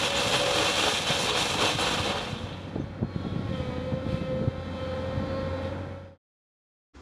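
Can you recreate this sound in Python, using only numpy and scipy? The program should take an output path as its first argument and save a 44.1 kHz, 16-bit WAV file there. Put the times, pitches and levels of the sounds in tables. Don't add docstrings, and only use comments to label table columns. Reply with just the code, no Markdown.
import sys
import numpy as np
from scipy import signal
from scipy.fft import rfft, irfft
from scipy.io import wavfile

SR = 44100
rng = np.random.default_rng(int(sys.argv[2]) if len(sys.argv) > 2 else 0)


def master(y):
    cut = np.clip(np.atleast_2d(y).T, -1, 1)
    pcm = np.round(cut * 32767)
    wavfile.write(sys.argv[1], SR, pcm.astype(np.int16))


N = 309141
T = np.arange(N) / SR
HZ = np.fft.rfftfreq(N, 1 / SR)
EXIT_S, LIFT_S = 2.172, (2.65, 3.87)


def amp(db):
    return 10 ** (np.asarray(db) / 20)


def unit(x):
    return x / np.sqrt(np.mean(x ** 2) + 1e-20)


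def curve(rows):
    return np.interp(T, *np.transpose(rows))


def ramp(times, start, end):
    return np.interp(T, times, [start, end])


def swell(s, length):
    return np.exp(-(2 * (T - s) / length) ** 2)


def shape(points):
    hz, db = np.transpose(points)
    return amp(np.interp(np.log(HZ + 1), np.log(hz + 1), db))


def colour(x, gain):
    return irfft(rfft(x) * gain, N)


def noise(gain):
    return unit(colour(rng.standard_normal(N), gain))


def band_rms(x, low_hz, high_hz):
    return np.std(colour(x, (HZ > low_hz) & (HZ < high_hz))) + 1e-12


def wander(rate_hz):
    return noise(1 / (1 + (HZ / rate_hz) ** 4))


def grains(per_s, spread_db):
    size = amp(spread_db * np.minimum(rng.exponential(1, N), 4.5)) * rng.choice([-1, 1], N)
    return unit(size * (rng.random(N) < per_s / SR))


def resonances(rows):
    return np.sqrt(1 + sum(amp(db) ** 2 / (1 + (2 * (HZ - hz) / width) ** 2) for hz, width, db in rows))


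def noise_bands(rows):
    return sum(amp(db) * swell(s, length) * noise(1 / (1 + (2 * (HZ - hz) / width) ** 4))
               for s, length, hz, width, db in rows)


# time_s, level_db
WHEEL_FEED = [(0, -30.5), (.75, -29.5), (1.03, -30.5), (1.2, -30.5), (1.5, -32), (1.7, -30.5), (1.765, -35),
              (1.82, -31), (1.95, -31), (2.045, -33.5), (2.1, -33.5), (2.135, -35), (2.2, -35.5)]
# start_s, length_s, rise_db, bass_db, crack_db
DEEP_BITES = [(0.031, 0.041, 3, 0.5, -18.5), (0.173, 0.025, 3.5, 1, -19), (0.338, 0.018, 7, 1, -15.5),
              (0.44, 0.079, 1, 1.5, -19.5), (0.556, 0.088, 2, 1, -16), (0.664, 0.04, 2.5, -1, -27.5),
              (0.778, 0.046, 2.5, 0, -19.5), (0.836, 0.022, 3, -0.5, -13.5), (.866, 0.032, 4, 1, -21),
              (0.946, 0.037, 3.5, -3.5, -24), (1.068, 0.061, 4.5, -1.5, -17), (1.276, 0.027, 4, 0.5, -25),
              (1.351, 0.068, 4, 0, -13), (1.543, 0.12, 0.5, 1.5, -20), (1.608, 0.075, 4, 3.5, -30.5),
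              (1.663, 0.011, -2, -4.5, -15), (1.788, 0.043, 2.5, 0.5, -13), (1.847, 0.019, 2, 2.5, -17),
              (1.984, 0.015, 1, 1, -18), (2.078, 0.029, 1, 2.5, -34), (2.157, 0.015, -0.5, 5, -18)]
# centre_s, length_s, change_db
GRIT_SPURTS = [(0.133, .05, -4.5), (.45, .1, -2), (0.898, .15, 2), (1.215, 0.053, 5), (1.33, 0.063, -5),
               (1.42, 0.11, 2), (1.515, .04, 2.5), (1.587, 0.045, -2.5), (1.95, 0.19, 2), (2.305, .04, 5),
               (2.41, .06, 4)]
def cut_levels(attack_s=0.047, release_s=0.015, exit_db_per_s=39, dust_end_s=1.68, dust_db_per_s=10):
    surge, bass = np.zeros(N), np.zeros(N)
    for s, length, rise_db, bass_db, _ in DEEP_BITES:
        attack = np.clip((T - s) / attack_s + .5, 0, 1)
        held = attack * np.exp(-np.maximum(T - s - length, 0) / release_s)
        surge += rise_db * held
        bass += bass_db * held
    cut = curve(WHEEL_FEED) + surge - exit_db_per_s * np.maximum(T - EXIT_S, 0)
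    thinning = dust_db_per_s * np.maximum(T - dust_end_s, 0)
    spurts = sum(db * swell(s, length) for s, length, db in GRIT_SPURTS)
    return cut, bass + 0.58 * thinning, spurts - 0.48 * surge - thinning


def scatter(x, share=0.12, ring_s=0.012):
    decay = np.exp(-2 * np.arange(SR // 10) / SR / ring_s)
    power = abs(signal.fftconvolve(x ** 2, decay / decay.sum())[:N])
    return np.sqrt(1 - share) * x + np.sqrt(share * power) * rng.standard_normal(N)


# pitch_hz, width_hz, gain_db
DISC_MODES = [(132.6, 6.1, 2.5), (313.7, 10, 15), (365, 16, 5), (429.5, 7.9, 14.5), (495.6, 23, 15),
              (566.5, 18, 9.5), (724.5, 24, 7.5), (817, 20, 7), (903, 22, 1.5), (980, 11, 6),
              (1140, 66, 0.5), (1250, 25, -1), (1400, 26, -9), (1750, 35, 2), (2190, 55, -1),
              (2399, 40, -2.5), (2580, 120, -1), (2730, 70, 5.5), (3018, 70, 4), (3126, 55, 5),
              (3290, 60, 0.5), (3450, 55, 3.5), (3608, 60, 7), (3955, 73, 8), (4210, 120, 2), (4480, 63, 1),
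              (4970, 78, -2), (5670, 80, -5), (6200, 99, -7), (7360, 60, -6.5)]
def disc_response(depth_db=5.5, crowded_hz=1500, spacing_hz=28):
    grid = np.arange(0, SR / 2, spacing_hz)
    ripple = np.interp(HZ, grid, rng.uniform(-0.97, 1, len(grid)))
    return resonances(DISC_MODES) * amp(depth_db * ripple * HZ ** 2 / (HZ ** 2 + crowded_hz ** 2))


# frequency_hz, level_db
STONE_SPECTRUM = [(25, -21.5), (55, -6), (200, -5.5), (350, -9), (600, -4.5), (1100, -2), (1500, -3),
                  (1950, -10), (2500, -3.5), (3300, -2.5), (3790, -7), (4300, -8.5), (4800, -12),
                  (7300, -16), (10500, -23), (14800, -39)]
def grinding(pick_hz=51, pick_depth=0.11):
    cut_db, bass_db, grit_db = cut_levels()
    picks = np.cumsum(pick_hz * (1 + 0.41 * wander(30))) / SR
    force = rng.uniform(0, 0.53, N)[picks.astype(int)]
    blows = 1 + pick_depth * force * np.exp(-(picks % 1) / .25)
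    cracks = 0.5 * grains(3000, spread_db=1.5) + 0.5 * rng.standard_normal(N)
    drive = scatter(cracks * blows * amp(wander(78)))
    stone = colour(drive, shape(STONE_SPECTRUM) * disc_response())
    low, high = 1 / (1 + (HZ / 1550) ** 8), 1 / (1 + (5000 / (HZ + 1)) ** 8)
    middle = colour(stone, 1 - low - high) / band_rms(stone, 1800, 5300)
    bass = colour(stone, low) / band_rms(stone, 310, 2400) * amp(bass_db - 1.72 + wander(45))
    grit = colour(stone, high) / band_rms(stone, 4940, 12000) * amp(grit_db - 7.5 + 0.27 * wander(50))
    return (bass + middle + grit) * amp(cut_db + 0.16 + 0.68 * wander(8.1))


# time_s, level_db
HUM_LEVEL = [(0, -37), (.13, -34.5), (.28, -38.5), (.45, -32.5), (.65, -39), (1.2, -46), (2.4, -55),
             (3.42, -55.5), (3.52, -40), (3.61, -37.5), (3.67, -41.5), (3.94, -34.5), (4.04, -42.5),
             (4.11, -36), (4.22, -41.5), (4.35, -30), (4.51, -42), (4.75, -44.5), (4.88, -33.5),
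             (5.13, -36), (5.19, -40), (5.32, -34), (5.52, -34.5), (5.68, -37.5), (5.78, -48), (6, -38.5)]
def pump_hum(strokes, throb_depth=0.19):
    level = amp(curve(HUM_LEVEL) + 0.5 * wander(13))
    throb = 1 + throb_depth * np.sin(2 * np.pi * strokes / 18 + wander(6.7))
    jolts = ramp((EXIT_S, LIFT_S[0]), 0.5115, 0) * wander(23)
    return level * throb * np.sin(2 * np.pi * 2 * strokes + 0.22 * wander(70) + jolts)


# time_s, level_db
OIL_FLOW = [(2.6, -54), (3.05, -60), (3.15, -54), (3.45, -52), (3.57, -48), (4.0, -53.5), (4.15, -51),
            (4.55, -54.5), (4.82, -50), (5.7, -51.5)]
# harmonic, level_db
WHINE_PARTIALS = [(4, -3.5), (5, -11.5)]
# harmonic, level_db
WHINE_OVERTONES = [(3, -9), (6, -14.5), (7, -13), (8, -11), (9, -14), (10, -14.5), (11, -20), (12, -15),
                   (13, -14), (14, -12), (15, -12), (16, -16), (17, -19), (18, -20.5), (19, -21)]
# pitch_hz, width_hz, gain_db
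BOOM_MODES = [(1284, 98, 11), (1870, 35, 5.5), (2250, 54, 8.5), (2570, 45, 4.5), (3100, 70, 7.5)]
# centre_s, length_s, harmonic, level_db
WHINE_FLARES = [(3.2, .3, 15, -59), (3.31, .25, 12, -58), (3.3, .45, 4, -53), (3.57, .1, 13, -55),
                (3.58, .12, 12, -54), (3.76, .22, 3, -51), (3.82, .2, 8, -60), (3.84, .16, 12, -58),
                (3.8, .2, 16, -63), (4.12, .14, 4, -53), (4.28, .25, 8, -60), (4.62, .3, 15, -64),
                (4.83, .26, 12, -54), (4.9, .2, 16, -63), (4.9, .22, 17, -67), (4.9, .25, 6, -58),
                (4.88, .2, 13, -61), (5.39, .45, 4, -46.5), (5.5, .45, 7, -56), (5.35, .22, 16, -58),
                (5.37, .28, 17, -61), (5.33, .2, 13, -62), (5.33, .25, 18, -66), (5.55, .15, 15, -60),
                (5.98, .3, 8, -61), (6.1, .2, 18, -66)]
def pump_whine(strokes, piston_hz, relax_s=(5.66, 5.78), waver_db=1.5):
    pressure = ramp(relax_s, 0.96, 0.25)
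    drive = amp(curve(OIL_FLOW)) * ramp(LIFT_S, 0.28, 0.96) * pressure
    steel = resonances(BOOM_MODES)
    partials = list(WHINE_PARTIALS) + [(k, db + 0.5) for k, db in WHINE_OVERTONES]
    sizes = {k: drive * amp(db) * np.interp(k * piston_hz, HZ, steel) for k, db in partials}
    for s, length, k, db in WHINE_FLARES:
        sizes[k] = np.hypot(sizes[k], amp(db) * swell(s, length))
    jitter = 0.2 * wander(16) + 0.12 * wander(70)
    return sum(size * amp(waver_db * wander(16))
               * np.sin(2 * np.pi * (k * strokes + rng.random()) + jitter) for k, size in sizes.items())


# time_s, level_db
ENGINE_LOAD = [(0, -14), (2.4, -10), (3.3, -7), (3.7, -4.5), (4.55, -5.5), (5.1, -0.2), (5.6, 0.5)]
# shaft_multiple, level_db
EXHAUST_ORDERS = [(3, 1), (4.5, -8.5), (6, -25), (7, -12), (9, -9.5), (10, -10.5), (16, -12)]
# frequency_hz, level_db
CLATTER_SPECTRUM = [(210, -45.5), (350, -10.5), (419, -15), (525, -2.5), (657, -16.5), (830, -11),
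                    (1190, -20), (1320, -14.5), (3000, -34.5), (3900, -63.5), (6600, -120)]
def diesel(turns, firing):
    load_db = curve(ENGINE_LOAD)
    exhaust = sum(amp(db + 1.1 * wander(8.3)) * np.sin(2 * np.pi * (k * turns + rng.random()))
                  for k, db in EXHAUST_ORDERS)
    clatter = colour(grains(4000, spread_db=1) * firing, shape(CLATTER_SPECTRUM))
    clatter *= amp(0.75 * load_db - 46.5) / band_rms(clatter, 585, 950)
    return exhaust * amp(load_db - 34) + clatter


# frequency_hz, level_db
OIL_SPECTRUM = [(1060, -34), (1570, -10.5), (1730, -10.5), (1840, 1), (1950, -8), (2100, -8), (2650, -6),
                (2860, -12), (3030, -3), (3210, -5), (4130, -12), (5500, -20), (5930, -20), (9500, -31),
                (10500, -29.5), (13400, -42.5)]
def oil_hiss(firing):
    hiss = colour(rng.standard_normal(N) * firing, shape(OIL_SPECTRUM))
    return hiss * amp(curve(OIL_FLOW) - 1) / band_rms(hiss, 1800, 3800)


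# time_s, level_db
RUMBLE_LEVEL = [(0, -42.5), (.25, -38.5), (.7, -44), (1.5, -40.5), (2.9, -42), (3.12, -41.5), (3.35, -37),
                (3.85, -40.5), (4.42, -34.5), (4.56, -41), (5, -40.5), (5.2, -35), (5.6, -40)]
# frequency_hz, level_db
RUMBLE_SPECTRUM = [(20, -40), (35, -20), (55, -3), (90, -2), (140, 1), (220, 0), (310, -6), (400, -14),
                   (700, -23), (1500, -65)]
def rumble(lumpy_db=1.45):
    lumps = unit(colour(grains(2000, spread_db=2), shape(RUMBLE_SPECTRUM)))
    return lumps * amp(curve(RUMBLE_LEVEL) + 1.5 + lumpy_db * wander(38))


def crunches(attack_s=0.0006, decay_s=0.0037):
    t, hits = np.arange(SR // 20) / SR, np.zeros(N)
    burst = (1 - np.exp(-t / attack_s)) * np.exp(-t / decay_s)
    for s, *_, db in DEEP_BITES:
        hits[round(s * SR) + np.arange(len(t))] += amp(db - 5) * burst
    chunk = [(150, -19.5), (400, -4.5), (900, 3), (1400, -1.5), (2000, -14), (3300, -10),
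             (6000, -28), (13000, -52.5)]
    return hits * noise(shape(chunk))


def pings(per_mode_per_s=9, ring_s=0.014, lowest_hz=2000):
    t, rings = np.arange(SR // 12) / SR, np.zeros(N)
    for hz, _, db in DISC_MODES:
        if hz > lowest_hz:
            mode = np.exp(-t / ring_s) * np.sin(2 * np.pi * hz * t)
            rings += amp(db) * signal.fftconvolve(grains(per_mode_per_s, spread_db=1.5), mode)[:N]
    return unit(rings) * amp(cut_levels()[0] - 11)


# centre_s, length_s, pitch_hz, width_hz, level_db
PICK_SKIDS = [(0.175, 0.02, 7000, 1398, -35.5), (.25, 0.041, 10870, 1097, -48),
              (.352, .028, 3000, 1400, -27.5), (.885, .012, 3400, 1500, -26.5),
              (.38, .07, 10400, 401.6, -45), (0.457, 0.11, 510, 24.74, -31), (0.629, .05, 5660, 398, -46),
              (.874, 0.022, 722, 250, -25.5), (1.296, 0.036, 3700, 700, -30),
              (1.815, 0.035, 9000, 5000, -38.5), (2.16, 0.05, 800, 69.7, -34),
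              (2.195, .04, 3300, 1000, -38), (2.38, .08, 3300, 1010, -45.5),
              (2.535, .05, 3200, 1200, -47.5), (2.615, 0.035, 3400, 1000, -53), (2.56, .1, 11700, 200, -75),
              (2.815, 0.05, 6200, 500, -64)]
def skids():
    return noise_bands(PICK_SKIDS)


# start_s, level_db, pitch_hz, ring_s
WIND_PUFFS = [(1.102, -22, 151, 0.01), (1.751, -20.5, 138, 0.0045), (1.998, -25.5, 98, 0.014),
              (2.329, -26, 110, 0.0073), (2.437, -26, 96, 0.01), (2.757, -20.5, 230, 0.0031),
              (2.7616, -22, 420, 0.0033), (2.783, -24, 136, 0.008), (2.799, -27, 260, 0.005),
              (2.812, -28, 130, .005), (2.839, -25, 150, 0.0056), (3.018, -21.5, 115, 0.0071),
              (3.028, -16.5, 200, 0.0031), (3.045, -26, 157, .006), (3.16, -19.5, 167, 0.0071),
              (3.249, -22.5, 210, 0.0044), (3.267, -22.5, 170, 0.0045), (3.321, -25, 120, 0.008),
              (3.36, -20.5, 128, 0.0057), (3.392, -25.5, 200, .005), (3.451, -23, 106, 0.009),
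              (3.512, -22, 220, .004), (3.537, -24, 190, 0.0042), (3.6, -22, 120, 0.0057),
              (3.688, -20.5, 120, 0.0048), (3.782, -25, 200, 0.0035), (3.921, -21.5, 231, 0.0057),
              (3.938, -21, 150, 0.006), (4.064, -21.5, 227, 0.0048), (4.089, -21.5, 110, 0.0079),
              (4.127, -23, 150, 0.0065), (4.142, -17, 165, 0.0042), (4.212, -25, 190, 0.004),
              (4.281, -25, 150, 0.0052), (4.307, -24, 214, 0.0038), (4.346, -23, 150.1, 0.0095),
              (4.413, -21, 175, 0.0065), (4.428, -20, 190, 0.0031), (4.438, -25, 280, .004),
              (4.474, -15, 130, 0.0078), (4.482, -19, 121, 0.004), (5.131, -27, 89.7, 0.0058),
              (5.173, -19.5, 99.3, 0.0053)]
def wind_thuds(slap=0.6, rush=0.13, rush_hz=620, band_hz=(72, 3000)):
    air = noise(1 / (1 + (HZ / rush_hz) ** 4) * HZ / (HZ + 90))
    t, thuds = np.arange(SR // 16) / SR, np.zeros(N)
    for s, db, hz, ring in WIND_PUFFS:
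        at = round(s * SR) + np.arange(len(t))
        push = (1 - np.exp(-t / 0.00053)) * np.exp(-t / ring)
        front = slap * np.exp(-.5 * ((t - .002) * hz / 0.12) ** 2)
        turbulence = rush * hz / 140 * air[at]
        swing = push / push.max() * (np.sin(2 * np.pi * hz * t) + turbulence)
        thuds[at] += amp(db - 0.5) * (front + swing)
    return signal.sosfilt(signal.butter(2, band_hz, "bandpass", fs=SR, output="sos"), thuds)


# centre_s, length_s, level_db
WIND_EDDIES = [(2.787, 0.074, -37), (3.033, .03, -35), (3.257, 0.051, -34), (3.33, .03, -37),
               (3.411, .015, -34), (3.475, .025, -34.5), (3.618, .04, -37.5), (3.933, 0.022, -32),
               (4.22, .04, -36), (4.35, 0.058, -39), (4.424, .035, -33)]
def buffeting():
    eddy = [(30, -25), (100, 7), (200, -1.5), (330, 4), (550, -7.5), (900, -15),
            (2000, -50), (6000, -105)]
    return sum(amp(db) * swell(s, length) for s, length, db in WIND_EDDIES) * noise(shape(eddy))


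# centre_s, length_s, pitch_hz, width_hz, level_db
VALVE_WHISTLES = [(3.29, .08, 3350, 50, -58), (3.3, 0.33, 3700, 350, -60), (3.3, 0.24, 1340, 45, -52.5),
                  (3.57, .11, 3130, 200, -54), (4.199, .2, 2630, 150, -56), (4.3, .4, 1830, 80, -59.5),
                  (5.93, 0.24, 1327, 25, -46)]
def valve_whistles():
    return noise_bands(VALVE_WHISTLES)


# centre_s, length_s, level_db
GRIT_SPRAYS = [(3.615, .2, -66), (4.135, 0.15, -48), (5.653, 0.077, -52)]
def swishes():
    spray = [(800, -22), (2500, 6), (4000, 3.5), (6000, -14),
             (10000, -18), (14000, -32)]
    return sum(amp(db) * swell(s, length) for s, length, db in GRIT_SPRAYS) * noise(shape(spray))


# frequency_hz, level_db
FAR_SAW_SPECTRUM = [(25, -22), (50, 5), (89, 0), (150, -14), (230, -6), (290, 3.5), (370, -7.5), (600, -17),
                    (1150, -14.5), (1600, -19), (3000, -24.5), (6600, -30), (9000, -44), (13000, -61)]
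def far_saw(level_db=-47, onset_s=(6.932, 6.952)):
    return amp(level_db) * noise(shape(FAR_SAW_SPECTRUM)) * ramp(onset_s, 0, 1) ** 2


# time_s, rate_hz
PISTON_RATE = [(0, 276), (.25, 282.6), (2.95, 282), (3.1, 282.6), (3.2, 277.3), (3.42, 274.5), (3.5, 268.4),
               (3.6, 254.8), (3.72, 250.2), (3.8, 252.6), (3.9, 258.3), (4.05, 262.4), (4.33, 258.3),
               (4.63, 263.8), (4.93, 259.3), (5.32, 267.3), (5.57, 265.1), (5.68, 269.2), (5.82, 276.7),
               (6.15, 273)]
def scene(fade_s=(5.684, 6.18)):
    piston_hz = curve(PISTON_RATE)
    strokes = np.cumsum(piston_hz * (1 + .0015 * wander(41.4))) / SR
    turns = strokes / 9
    firing = 1 + 0.05 * np.cos(2 * np.pi * 3 * turns)
    quarry = grinding() + crunches() + pings() + skids()
    quarry += valve_whistles() + np.sqrt(2) * (pump_hum(strokes) + pump_whine(strokes, piston_hz))
    quarry += diesel(turns, firing) + oil_hiss(firing) + swishes()
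    quarry += rumble() + wind_thuds() + buffeting()
    mono = quarry * ramp(fade_s, 0.96, 0) + far_saw()
    return np.array([mono, mono])


# centre_hz, width_hz
SPECTRAL_NOTCHES = [(2895, 190), (7850, 50), (11700, 630)]
def record(dry, edge_hz=14800):
    for hz, width in SPECTRAL_NOTCHES:
        dry = signal.lfilter(*signal.iirnotch(hz, hz / width, fs=SR), dry)
    low_pass = signal.firwin(511, edge_hz, window=("kaiser", 9), fs=SR)
    return signal.oaconvolve(dry, low_pass[None], "same")


dry = scene()
out = record(dry)
master(out)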